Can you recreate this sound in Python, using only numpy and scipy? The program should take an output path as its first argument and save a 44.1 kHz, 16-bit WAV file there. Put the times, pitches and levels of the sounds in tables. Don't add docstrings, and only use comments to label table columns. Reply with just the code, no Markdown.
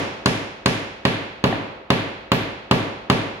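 import sys
import numpy as np
from scipy import signal
from scipy.fft import rfft, irfft
from scipy.io import wavfile

SR = 44100
rng = np.random.default_rng(int(sys.argv[2]) if len(sys.argv) > 2 else 0)


def dump(signal):
    limited = np.clip(np.atleast_2d(signal).T, -1, 1)
    pcm = np.round(limited * 32767).astype(np.int16)
    wavfile.write(sys.argv[1], SR, pcm)


def invert_db(level):
    return 10 ** (np.asarray(level, dtype=float) / 20)


N = 149940
LEAD_S = 0.5
LEFT_DB = -1.26


def conv(x, y):
    return signal.fftconvolve(np.atleast_2d(x), np.atleast_2d(y), axes=1)[:, :x.shape[-1]]


def on_log(table, hz):
    points = np.array(table)
    return np.interp(np.log(hz), np.log(points[:, 0]), points[:, 1])


def die_away(t, t60):
    return np.exp(-np.log(1000) * t / t60)


def ring(modes, t):
    return -sum(invert_db(db) * np.sin(2 * np.pi * hz * t) * die_away(t, max(t60, 1e-3)) for hz, db, t60 in modes)


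def late(x, s):
    n = x.shape[-1]
    turn = np.exp(-2j * np.pi * np.fft.rfftfreq(n, 1 / SR) * s)
    return irfft(rfft(x) * turn, n)


def band(x, hz, kind):
    return signal.sosfilt(signal.butter(2, hz, kind, fs=SR, output="sos"), x)


ZONE_EDGES = [1450, 4500, 10800]


def zone(hz):
    return int(np.searchsorted(ZONE_EDGES, hz))


# t/s, level/dB, then crack, steel and sizzle against that level/dB
BLOWS = [
    (-.137, 4, -16.5, -25.5, -46),
    (0.2588, -0.5, -15.5, -25, -49),
    (0.6594, -1, -14.5, -25, -47),
    (1.052, -1, -14.5, -30.5, -47),
    (1.44, 0.5, -18.5, -35, -45),
    (1.9033, 0, -15.5, -32, -43.5),
    (2.3178, -0.5, -15.5, -31, -35.5),
    (2.7117, 1.5, -18, -32, -43.5),
    (3.0996, 1.07, -17, -31, -46.5),
]
USUAL_ZONE_DB = np.array([0, -16, -31, -45])


def blows(size):
    push, cracks, ticks = np.zeros(size), np.zeros((2, size)), np.zeros((4, size))
    t = np.arange(1500) / SR
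    for s, db, *bright_db in BLOWS:
        zone_db = np.append(0, bright_db) - USUAL_ZONE_DB
        at = int((s + LEAD_S) * SR)
        here = slice(at, at + len(t))
        push_s = 0.00008 * invert_db(0.5 * rng.standard_normal())
        shape = t * np.exp(-t / push_s)
        push[here] += invert_db(db) * shape / shape.sum()
        cracks[:, here] += invert_db(db) * (crack(zone_db, t) + steel(zone_db, t))
        ticks[:, at] += invert_db(db) * invert_db(zone_db)
    return push, cracks, ticks


# f/Hz, level/dB, t60/s
KNOCK = [(106, -20.5, 0.064), (185.6, -6, 0.048), (270, 3.5, 0.012), (518.5, -10, 0.014),
         (1107, 1.5, 0.015), (2887, -1, 0.056)]


def wood_knock(push):
    wall_echo_s, wall_echo_db, slab_low_hz = 0.0147, -15, 103
    rung = conv(push, ring(KNOCK, np.arange(SR) / SR))[0]
    knock = invert_db(-3.5) * band(rung, slab_low_hz, "high")
    return knock + invert_db(wall_echo_db) * late(knock, wall_echo_s)


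# f/Hz, level/dB
CRACK = [(600, -4), (1200, -2.5), (2100, -3.5), (3600, -5), (5200, -13.5), (7000, -14.5), (10000, -19.5),
         (15000, -27)]


def crack(zone_db, t):
    t60_s, side_share, crack_db = 0.035, 0.74, 6.5
    out = 0
    for hz in 600 * 2 ** (np.arange(10) / 1.95):
        burst = rng.standard_normal((2, len(t))) * die_away(t, t60_s / (hz / 2000) ** 0.5)
        grit = band(burst, [hz / 1.176, hz * 1.1], "band")
        mid, side = grit / np.sqrt(np.sum(grit ** 2, axis=1, keepdims=True))
        pair = mid + side_share * side * np.array([[1], [-1]])
        out = out + invert_db(on_log(CRACK, hz) + zone_db[zone(hz)]) * pair
    return invert_db(crack_db) * out


# f/Hz, level/dB, t60/s
STEEL = [(4370, -15, .03), (6790, -28, 0.016)]


def steel(zone_db, t):
    return invert_db(zone_db[2]) * ring(STEEL, t)


# f/Hz, level/dB, t60/s
BODY = [(45.4, -7, 0.79), (92.4, -17, 1), (104.3, -1.5, 0.64), (136, 12.5, 0.18), (181.6, -26, 0.75),
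        (240.2, 6, 0.24), (270.2, 0, 0.38), (379.2, 3, 0.22), (393.9, 6, 0.23), (542, -7, 1),
        (643.5, -1.5, 0.26), (886, 10, 0.12), (1028, 5.5, 0.15), (1146, -7, 0.6)]


def bodies(push):
    swell_s, body_db = 0.017, -22
    t = np.arange(SR) / SR
    return invert_db(body_db) * conv(push, ring(BODY, t) * (1 - np.exp(-t / swell_s)))[0]


def through_stone(push):
    lead_s, stone_db, stone_hz = 0.0013, -18, 700
    thud = conv(push, ring([(stone_hz, 0, 0.015)], np.arange(SR) / SR))[0]
    return invert_db(stone_db) * late(thud, -lead_s)


def bounce_tap(size):
    tap = np.zeros(size)
    tap[int((1.5270 + LEAD_S) * SR)] = 1
    return band(tap, 2700, "low")


# f/Hz, level/dB, t60/s
BOUNCE_RING = [(760, -11, 0.023), (1290, -28, 0.01), (1820, -15.5, .015), (2920, -19, .012)]


def bounce_knock(tap):
    return -conv(tap, ring(BOUNCE_RING, np.arange(SR) / SR))


# f/Hz, level/dB per Hz
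ROOM = [(60, -34), (110, -5), (300, -4.5), (520, -5.5), (1100, -11.5), (2700, -14.5), (4200, -23),
        (15000, -53)]
# f/Hz, t60/s
ROOM_T60 = [(60, 0.27), (200, 0.69), (500, 0.99), (1200, 1), (3000, 1.), (7000, 0.71), (14000, 0.29)]
# f/Hz, correlation (1 = same)
LIKENESS = [(100, 0.71), (300, 0.87), (600, 0.31), (1500, -0.14), (3000, -0.038), (8000, .05)]


def room(t):
    room_db, rise_s = -30, 0.006
    out = np.zeros((4, 2, len(t)))
    for hz in 63 * 2 ** (np.arange(25) / 3):
        edges = [hz / 1.122, min(hz * 1.122, 0.45 * SR)]
        mid, side = band(rng.standard_normal((2, len(t))), edges, "band")
        like = np.clip(on_log(LIKENESS, hz), -1, 1)
        pair = np.sqrt(1 + like) * mid + np.sqrt(1 - like) * side * np.array([[1], [-1]])
        fade = die_away(t - 0.15, on_log(ROOM_T60, hz))
        out[zone(hz)] += invert_db(on_log(ROOM, hz)) * pair * fade
    return invert_db(room_db + 19) * out * (1 - np.exp(-t / rise_s))


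ROOM_ZONE_DB = [-1.5, -0.5, -4.5, -13]


def room_answer(ticks, tap):
    bounce_room_db = -11.5
    drive = ticks * invert_db(ROOM_ZONE_DB)[:, None]
    drive = drive + invert_db(bounce_room_db) * tap * np.array([[1], [1], [0], [0]])
    responses = room(np.arange(SR) / SR)
    wet = sum(conv(np.array([d, d]), r) for d, r in zip(drive, responses))
    return wet * invert_db(np.array([[LEFT_DB / 2], [0]]))


def floor(size):
    noise = rng.standard_normal((5, size))
    tone = invert_db(-73) * band(noise[:2], [200, 2500], "band")
    hiss = invert_db(-82) * band(noise[2:4], 9000, "high")
    rumble = invert_db(-62 + 39) * band(noise[4], [38, 70], "band")
    return tone + hiss + rumble


def scene():
    left_top_hz, left_lag_s = 13030, 0.00011
    size = N + int(LEAD_S * SR)
    push, cracks, ticks = blows(size)
    tap = bounce_tap(size)
    left, right = wood_knock(push) + through_stone(push) + bodies(push) + cracks
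    left = invert_db(LEFT_DB) * late(band(left, left_top_hz, "low"), left_lag_s)
    near = np.array([left, right]) + bounce_knock(tap)
    return (near + room_answer(ticks, tap) + floor(size))[:, -N:]


def band_limit(x):
    return signal.sosfilt(signal.butter(12, 16710, fs=SR, output="sos"), x)


def record(dry):
    dip_hz, dip_width_hz, dip_depth = 8090, 870, 0.55
    low_hz, top_hz, limit = 72.4, 15600, 0.7
    peak = signal.lfilter(*signal.iirpeak(dip_hz, dip_hz / dip_width_hz, fs=SR), dry)
    no_bass = band(dry - dip_depth * peak, low_hz, "high")
    heard = signal.sosfilt(signal.ellip(6, 0.3, 40, top_hz, fs=SR, output="sos"), no_bass)
    return band_limit(np.tanh(limit * heard) / limit)


dry = scene()
out = record(dry)
dump(out)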